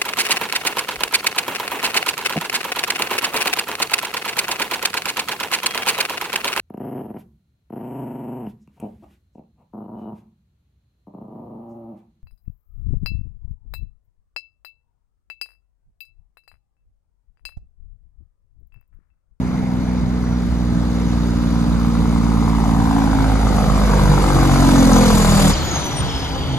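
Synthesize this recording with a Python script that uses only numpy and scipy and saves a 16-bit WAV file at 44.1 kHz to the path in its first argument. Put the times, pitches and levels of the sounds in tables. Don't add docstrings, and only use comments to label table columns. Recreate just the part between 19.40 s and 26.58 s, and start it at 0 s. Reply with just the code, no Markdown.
import sys
import numpy as np
from scipy import signal
from scipy.fft import rfft, irfft, next_fast_len
from scipy.io import wavfile
from scipy.ndimage import uniform_filter1d, minimum_filter1d

SR = 44100
rng = np.random.default_rng(int(sys.argv[2]) if len(sys.argv) > 2 else 0)


def generate_wav(signal):
    frames = np.transpose(np.atleast_2d(signal))
    scaled = np.clip(frames, -1, 1) * 32767
    pcm = np.round(scaled).astype(np.int16)
    wavfile.write(sys.argv[1], SR, pcm)


def gain_from_decibels(decibels):
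    exponent = np.asarray(decibels, float) / 20
    return 10 ** exponent


N = 316638

STEP = 128
TOP_HZ = 12600
RELEASE_S = 6.13
MOUTH_M, STACK_M, WHEELS_M = (0, 3.86), (3.25, 5.65), (-6, 11.9)
STACK_ECHO_MS_M = 30.6

# time in seconds, cylinder ventings a second as heard.
FIRING = [(0.0, 62.05), (0.384, 61.77), (0.769, 61.11), (1.153, 60.69), (1.538, 59.96), (1.922, 59.1),
          (2.306, 58.21), (2.691, 57.36), (3.075, 56.17), (3.459, 55.13), (3.844, 53.44), (4.228, 51.97),
          (4.613, 49.65), (4.997, 47.15), (5.381, 44.47), (5.766, 41.69), (6.15, 38.53)]
# boom level in dB, boom shift in ventings, crack level in dB, knock level in dB.
CYLINDERS = [(1.5, .02, -10, -3), (-2.5, .005, -2.5, -3), (.5, -.024, -3.5, -6), (1.5, .017, -10, -7),
             (-2, .0, 0, 0), (1, -.02, -6, -6)]
# time and length in seconds, pitch in Hz,
# gain in dB.
APPROACH_SWELLS = [(0.24, 0.28, 62, -9), (1.58, 0.61, 298, 6.5), (0.68, 0.66, 10000, -2.5), (1.45, .3, 3600, 5),
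                   (1.9, 0.61, 6000, 3.5), (2.43, 0.71, 500, 9), (2.35, 0.34, 1000, 2), (2.77, 0.93, 230, 3.5),
                   (3.16, 0.47, 500, -15), (3.39, 0.51, 1000, 6.5), (3.55, .2, 55, -5), (3.664, 0.29, 272, 6.5),
                   (3.9, 0.47, 160, -5.5), (3.85, 0.11, 214, -9), (4.22, 0.11, 52, -5.5), (4.45, 0.042, 152, -8),
                   (4.7, 0.08, 144, 5), (4.65, .2, 200, 4), (4.84, 0.24, 327, 12), (5.73, 0.22, 168, -6.5),
                   (5, 0.28, 1000, 0), (5.25, 0.36, 138, 10), (5.35, 0.21, 268, 3.5), (6.03, 0.089, 1000, 2),
                   (6, 0.23, 234, -31), (5.55, 0.11, 500, 1.5), (6, 0.13, 500, -4.5), (6, 0.081, 119, -6)]
# time and length in
# seconds, pitch in Hz, gain in dB.
RELEASE_SWELLS = [(6.34, .07, 6460, 9), (6.355, 0.037, 700, 4.5), (6.453, .1, 69, -5), (6.543, .04, 148, 21),
                  (6.623, 0.045, 69, -10), (6.632, 0.059, 100, 3.5), (6.595, 0.092, 5460, -0.5),
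                  (6.747, 0.17, 3270, 3.5), (6.8, 0.055, 5170, 2.5), (6.822, 0.059, 100, -3.5),
                  (6.9, 0.057, 138, 13), (6.906, 0.087, 69, 1.5), (7.05, .15, 4600, 2.5), (7.135, 0.091, 131, 22.5),
                  (7.18, 0.076, 100, 3.5)]


def curve(rows):
    s, *columns = np.transpose(rows)
    return [np.interp(np.arange(N) / SR, s, c) for c in columns]


def read(points, hz):
    f, value = np.transpose(points)
    return np.interp(np.log(hz + 30), np.log(f + 30), value)


def slow(x):
    return np.interp(np.arange(N), np.arange(0, N, STEP), x)


def evened(x):
    return x / np.sqrt(np.mean(x ** 2) + 1e-20)


def drift(size):
    once = uniform_filter1d(rng.standard_normal(N), size)
    return evened(uniform_filter1d(once, size))


def resonate(x, hz, width):
    turn = np.exp(2j * np.pi * np.cumsum(hz * np.ones(len(x))) / SR)
    r = np.exp(-np.pi * width / SR)
    smooth = signal.lfilter([(1 - r) ** 2], [1, -2 * r, r * r], x / turn + 1e-18)
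    return 2 * (turn * smooth).real


def ring(x, modes):
    t = np.arange(2048) / SR
    shape = np.zeros(len(t))
    for k, (hz, width, db) in enumerate(modes):
        decay = t * width ** 1.5 * np.exp(-np.pi * width * t)
        shape += (-1) ** k * gain_from_decibels(db) * decay * np.sin(2 * np.pi * hz * t)
    return evened(signal.oaconvolve(x, shape)[:N])


def noise(spectrum, patchy_db, size):
    # frequency in Hz, likeness of the noise at the two ports from 0 to 1.
    likeness = [(50, 0.22), (250, 1), (700, 0.82), (2000, 0.4), (5000, 0.46), (9000, 0.47), (13000, 1)]
    frames, hz = 4 * N // size + 5, np.fft.rfftfreq(size, 1 / SR)
    used = hz[hz < min(TOP_HZ, spectrum[-1][0])]
    a, b, c, d, patches = rng.standard_normal((frames, len(used), 5), dtype=np.float32).T
    patches = uniform_filter1d(patches, size=8, axis=0)
    patches = evened(uniform_filter1d(patches, size=8, axis=1))
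    unlike = np.sqrt(1 / np.clip(read(likeness, used), .1, 1) - 1)[:, None] * (c + 1j * d) / 2
    colour = gain_from_decibels(read(spectrum, used)[:, None] + patchy_db * patches)
    z = np.zeros((2, len(hz), frames), np.complex64)
    z[:, :len(used)] = np.array([a + 1j * b + unlike, a + 1j * b - unlike]) * colour
    return evened(signal.istft(z, nperseg=size, noverlap=3 * size // 4)[1][:, :N])


def turns():
    return .28 + np.cumsum(curve(FIRING)[0]) / SR


def braking(fade):
    last_turn = 332.4
    return np.clip((last_turn - turns()) / fade + 1, 0, 1)


def since():
    return np.maximum(np.arange(N) / SR - RELEASE_S, 0)


def metres(place):
    m_per_venting, abreast_turn = .2, 321
    return np.hypot(m_per_venting * (abreast_turn - turns()) + place[0], place[1])


def swells(rows, hz):
    t = np.arange(0, N, STEP) / SR
    db = 0
    for s, length, f, gain_db in rows:
        db = db + gain_db * np.exp(-((t - s) / length) ** 2 - (np.log(hz / f) / 0.098) ** 2)
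    return db


def level(place, hz, near_db, slope, step_db=0, db_per_s=0):
    far_db = -20 * np.log10(metres(place) / place[1])
    after_db = step_db * (1 - braking(1.3)) + db_per_s * since()
    return near_db + slope * far_db + after_db + slow(swells(APPROACH_SWELLS + RELEASE_SWELLS, hz))


def bounced(x, share):
    late = np.arange(N) - STACK_ECHO_MS_M / metres(STACK_M) * SR / 1000
    return x + share * np.array([np.interp(late, np.arange(N), v) for v in np.atleast_2d(x)])


def street(x):
    taps, t = np.zeros((2, SR // 4)), np.arange(SR // 4) / SR
    at = np.arange(200, SR // 4 - 20, 20) + rng.integers(0, 20, (2, (SR // 4 - 201) // 20))
    np.put_along_axis(taps, at, rng.choice([-1., 1.], at.shape), 1)
    taps *= gain_from_decibels(-60 * t / 0.83)
    return signal.oaconvolve(x[None], taps / np.linalg.norm(taps[0]), axes=1)[:, :N]


def whistle(s, hz, db):
    t = np.arange(s[0], s[-1], 1 / SR)
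    sine = np.sin(2 * np.pi * np.cumsum(np.interp(t, s, hz)) / SR)
    tone = np.sqrt(2) * gain_from_decibels(np.interp(t, s, db)) * sine * signal.windows.tukey(len(t), .6)
    return np.pad(tone, (round(s[0] * SR), N))[:N]


def bird():
    # start in seconds, length in seconds, level in dB.
    notes_sung = [
        (0, .25, -59),
        (.28, .38, -62),
        (.78, .26, -53.5),
        (1.08, .17, -64.5),
    ]
    out = np.zeros(N)
    for s, length, db in notes_sung:
        span = np.array([s, s + length])
        out += whistle(span, 5890 - 200 * span, (db, db))
    return out


def driving_away(db):
    return gain_from_decibels(db) * gain_from_decibels(-3.5 * np.arange(N) / SR)


def ground_rumble():
    # frequency in Hz, spectral level in dB per Hz.
    spectrum = [(21, -47), (35, -24), (54, -5), (135, -4), (152, -4), (168, -5), (210, -15), (387, -17.5),
                (500, -18.5), (650, -30.5), (1100, -120)]
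    truck = gain_from_decibels(level(WHEELS_M, 100, near_db=-21, slope=0.54, step_db=-3.5, db_per_s=2))
    return np.hypot(truck, driving_away(-47.5)) * noise(spectrum, patchy_db=2.5, size=2048)


def tyre_roar():
    # frequency in Hz, spectral level in dB per Hz.
    spectrum = [(180, -8.5), (300, -3), (367, -11.5), (490, -8), (600, -9.5), (749, -7), (972, -7.5),
                (1110, -13), (1290, -14), (1870, -23.5), (2120, -20.5), (2700, -31), (3000, -29),
                (3900, -54), (6600, -120)]
    truck = gain_from_decibels(level(WHEELS_M, 700, near_db=-21.5, slope=1.12, step_db=-4, db_per_s=1))
    tyres = np.hypot(truck, driving_away(-32.5))
    return bounced(tyres * noise(spectrum, patchy_db=1.5, size=1024), share=.2)


def squeaks():
    # start in seconds, length in seconds, start pitch in Hz, end pitch in Hz, level in dB.
    squeals = [(5.29, .08, 14100, 14100, -43), (5.48, .13, 14150, 14250, -47),
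               (5.74, .05, 14000, 14000, -42), (5.92, .1, 13950, 14050, -45),
               (6.132, .018, 5200, 4550, -22), (6.148, .1, 4450, 4150, -32.5),
               (6.21, .07, 13750, 13750, -41), (6.29, .05, 13720, 13720, -53),
               (6.36, .05, 13720, 13720, -52), (6.39, .03, 10950, 10950, -42),
               (6.435, .04, 10750, 10750, -36), (6.43, .07, 13900, 13900, -45),
               (6.5, .07, 14000, 14300, -57), (6.555, .07, 8870, 8870, -28), (6.67, .05, 14700, 14600, -61),
               (4.91, .05, 14200, 14200, -48), (5.45, .04, 15400, 15400, -48),
               (5.72, .03, 15400, 15400, -46), (5.9, .04, 15500, 15500, -46)]
    tones = sum(whistle((s, s + length), (hz, end_hz), (db, db)) for s, length, hz, end_hz, db in squeals)
    return tones * (.5 + .2 * drift(size=60))


def rub():
    hz, width_hz = 3270, 660
    db = -36.5 + slow(swells(RELEASE_SWELLS, hz))
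    grain = evened(resonate(rng.standard_normal(N), hz, width_hz))
    return gain_from_decibels(db + 2.3 * drift(size=400)) * grain * (1 - braking(.5))


def idle():
    hz = 155.1 - 25 * since()
    turn = 2 * np.pi * np.cumsum(hz * (1 + .03 * drift(size=900))) / SR
    hum = gain_from_decibels(-44 + slow(swells(RELEASE_SWELLS, hz[::STEP]))) * np.sin(turn)
    octave = gain_from_decibels(-36) * np.sin(2 * turn)
    thud_hz = 69
    thud_db = -29.5 + 8.5 * np.exp(-since() / .1) + slow(swells(RELEASE_SWELLS, thud_hz))
    thuds = gain_from_decibels(thud_db) * ring(rng.standard_normal(N), [(thud_hz, 33, 0)])
    return (np.sqrt(2) * (hum + octave) * gain_from_decibels(1.3 * drift(size=600)) + thuds) * (1 - braking(.5))


def turbo():
    spool_hz = np.where(np.arange(N) < 5.75 * SR, 6400, 7240)
    rest_hz, coast_hz, coast_s = 3350, 7500, 0.785
    coasting_hz = rest_hz + (coast_hz - rest_hz) * np.exp(-since() / coast_s)
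    hz = np.where(since() > 0, coasting_hz, spool_hz)
    chop = gain_from_decibels((2.5 + 2.5 * braking(.5)) * drift(size=250) + 1.5 * drift(size=1500))
    narrow = evened(resonate(rng.standard_normal(N), hz, 130))
    broad = evened(resonate(rng.standard_normal(N), hz, 1260))
    share = 0.83 * np.exp(-since() / 0.13)
    db = level(STACK_M, 20000, near_db=-28.5, slope=2, step_db=-10, db_per_s=1.5)
    db = db + slow(swells(RELEASE_SWELLS, hz[::STEP]))
    return gain_from_decibels(db) * chop * (share * broad + (1 - share) * narrow)


def whines():
    # pitch in Hz, width in Hz, level at the nearest in dB.
    bands = [(3540, 150, -36.5), (4805, 200, -38)]
    drive = rng.standard_normal(N) * braking(.5)
    out = np.zeros(N)
    for hz, width, db in bands:
        out += gain_from_decibels(level(STACK_M, hz, near_db=db, slope=1.23)) * evened(resonate(drive, hz, width))
    return out


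def exhaust_hiss():
    # frequency in Hz, spectral level in dB per Hz.
    hiss_spectrum = [(1290, 2), (2200, -1), (2660, -4.5), (3230, -0.5), (3740, 3), (4090, 1.5), (4930, -1),
                     (5550, -3.5), (6430, -1), (8090, -20), (9000, -31), (11700, -25), (19800, -120)]
    # frequency in Hz, spectral level in dB per Hz.
    air_spectrum = [(4470, -37), (7600, 0.5), (8260, -1.5), (8790, -4.5), (9640, -5.5), (10300, -6.5),
                    (11800, -8.5), (12500, 0.5), (16200, -31), (22000, -120)]
    hiss_db = level(STACK_M, 5700, near_db=-23.5, slope=0.997, step_db=-5, db_per_s=-5)
    air_db = level(STACK_M, 10000, near_db=-27.5, slope=1.21, step_db=-14, db_per_s=-4)
    depth = (0.083 + 0.16 * MOUTH_M[1] / metres(MOUTH_M)) * braking(0.56)
    throb = 1 + depth * np.cos(2 * np.pi * (turns() - .15))
    flicker = gain_from_decibels(0.58 * drift(size=300))
    jet = gain_from_decibels(hiss_db) * noise(hiss_spectrum, patchy_db=1.57, size=512)
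    jet = jet + gain_from_decibels(air_db) * noise(air_spectrum, patchy_db=2.0, size=512)
    return flicker * throb * jet


def cracks():
    # mode in Hz, width in Hz, level in dB.
    crack_modes = [(750, 120, -2), (1005, 270, 0), (1270, 300, -4), (1540, 260, -11), (2080, 300, -21)]
    # mode in Hz, width in Hz, level in dB.
    knock_modes = [(362, 120, -2.5), (499.6, 92, 4), (665, 170, -2)]
    u = turns() + .11
    each = u.astype(int)
    luck = rng.standard_normal((each[-1] + 1, 2))[each]
    click = np.diff(each, prepend=each[0])
    puff_size = .012 + .002 * STACK_ECHO_MS_M / metres(STACK_M)
    puff = puff_size * rng.standard_normal(N) * np.exp(-(u % 1) / .5)
    unequal = np.tanh(metres(STACK_M) / 4.2 / 2)
    crack_db = level(WHEELS_M, 1000, near_db=-26.5, slope=1.76, step_db=3)
    knock_db = level(STACK_M, 500, near_db=-20.5, slope=1.37, step_db=5)
    out = np.zeros(N)
    for column, modes, db in ((2, crack_modes, crack_db), (3, knock_modes, knock_db)):
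        cylinder_db = np.transpose(CYLINDERS)[column, each % 6] * unequal
        size = gain_from_decibels(cylinder_db + 1.1 * luck[:, column - 2])
        out += gain_from_decibels(db) * ring((click + puff) * size * braking(.1), modes)
    return bounced(out, share=.7)[0] * .82


def order_db(k):
    # frequency in Hz, level in dB.
    pipe = [(40, -20.5), (52, -12), (100, -28), (150, -20), (200, -17.5), (270, -21.5), (320, -28.5),
            (430, -42)]
    hz, far = k * curve(FIRING)[0][::STEP], metres(MOUTH_M)[::STEP]
    echo_s = 20.83 / far / 1000
    echo = 1 + 1.04 * np.tanh(hz / 265) * np.exp(2j * np.pi * hz * echo_s)
    slope = 0.41 + 6 * np.maximum(np.log(hz / 283), 0)
    path = (abs(echo) + 0.012) * (MOUTH_M[1] / far) ** slope
    return slow(read(pipe, hz) + 20 * np.log10(path) + swells(APPROACH_SWELLS, hz))


def boom():
    slowed = np.maximum(56.5 - curve(FIRING)[0], 0)
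    u = turns() - .5 + .017 * slowed
    spread = .07 * np.tanh(slowed / 8)
    each = np.arange(-1, int(u[-1]) + 3)
    luck = rng.standard_normal((len(each), 2))
    db, shift = np.transpose(CYLINDERS)[:2, each % 6]
    size = gain_from_decibels(np.interp(u, each, db + .9 * luck[:, 0]))
    uneven = u - np.interp(u, each, shift + .005 * luck[:, 1])
    upper = np.zeros(N)
    for k in range(2, 8):
        upper += gain_from_decibels(order_db(k)) * np.cos(2 * np.pi * (k * uneven + spread * k * k))
    lowest = gain_from_decibels(order_db(1) + 0.44 * drift(size=500)) * np.cos(2 * np.pi * (u + spread))
    return np.sqrt(2) * (lowest * braking(3.9) + size * upper * braking(0.26))


def scene():
    # frequency in Hz, phase lead of the left in radians.
    port_phase = [(0, 0), (1030, 1.0), (2070, -0.2), (3790, 2.6), (4650, 5.1), (6370, 4.8), (7840, 9.4),
                  (8790, 9.0), (10400, 6.4), (11600, 6.2), (12600, 3.3), (14600, 3.0), (14800, 0.0),
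                  (15700, -0.0)]
    # frequency in Hz, left over right in dB.
    port_db = [(60, -1.0), (110, -1.5), (200, -1.0), (380, 0.5), (700, 1.5), (1290, 3.5), (2380, 0.0),
               (4400, -2.0), (8120, 0.5), (15000, 0.0)]
    # frequency in Hz, level of the street echoes in dB.
    echo_db = [(50, -22), (250, -18), (700, -13), (2000, -10), (5000, -10), (9000, -12), (13000, -14)]
    # frequency in Hz, width in Hz, gain in dB.
    dips = [(3300, 220, -3), (5500, 150, -3), (8480, 540, -1.5)]
    # time in seconds, left over right in dB.
    pan_track = [(0, -1), (2.5, -1.3), (4.5, -1), (5.5, -.2), (6.2, .4), (6.7, .8), (7.18, 0)]
    truck = boom() + cracks() + turbo() + rub() + whines() + idle() + bird()
    road = ground_rumble() + tyre_roar() + exhaust_hiss()
    size = next_fast_len(N)
    hz, side = np.fft.rfftfreq(size, 1 / SR), np.array([[.5], [-.5]])
    ports = gain_from_decibels(side * read(port_db, hz)) * np.exp(1j * side * read(port_phase, hz))
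    wide = rfft(truck + road, size) + gain_from_decibels(read(echo_db, hz)) * rfft(street(truck), size)
    housing = gain_from_decibels(sum(db * np.exp(-((hz - f) / width) ** 2) for f, width, db in dips))
    both = ports * housing * wide * (hz < TOP_HZ) + rfft(squeaks(), size)
    pan = curve(pan_track)[0]
    return irfft(both, size)[:, :N] * gain_from_decibels(side * (pan - pan.mean()))


def roll_off(x):
    return signal.sosfilt(signal.butter(12, 16110, fs=SR, output="sos"), x)


def record(dry):
    room = np.minimum(.93 / (abs(dry).max(0) + 1e-9), 1)
    room = minimum_filter1d(room, size=400)
    return roll_off(dry * uniform_filter1d(room, size=400))


dry = scene()
out = record(dry)
generate_wav(out)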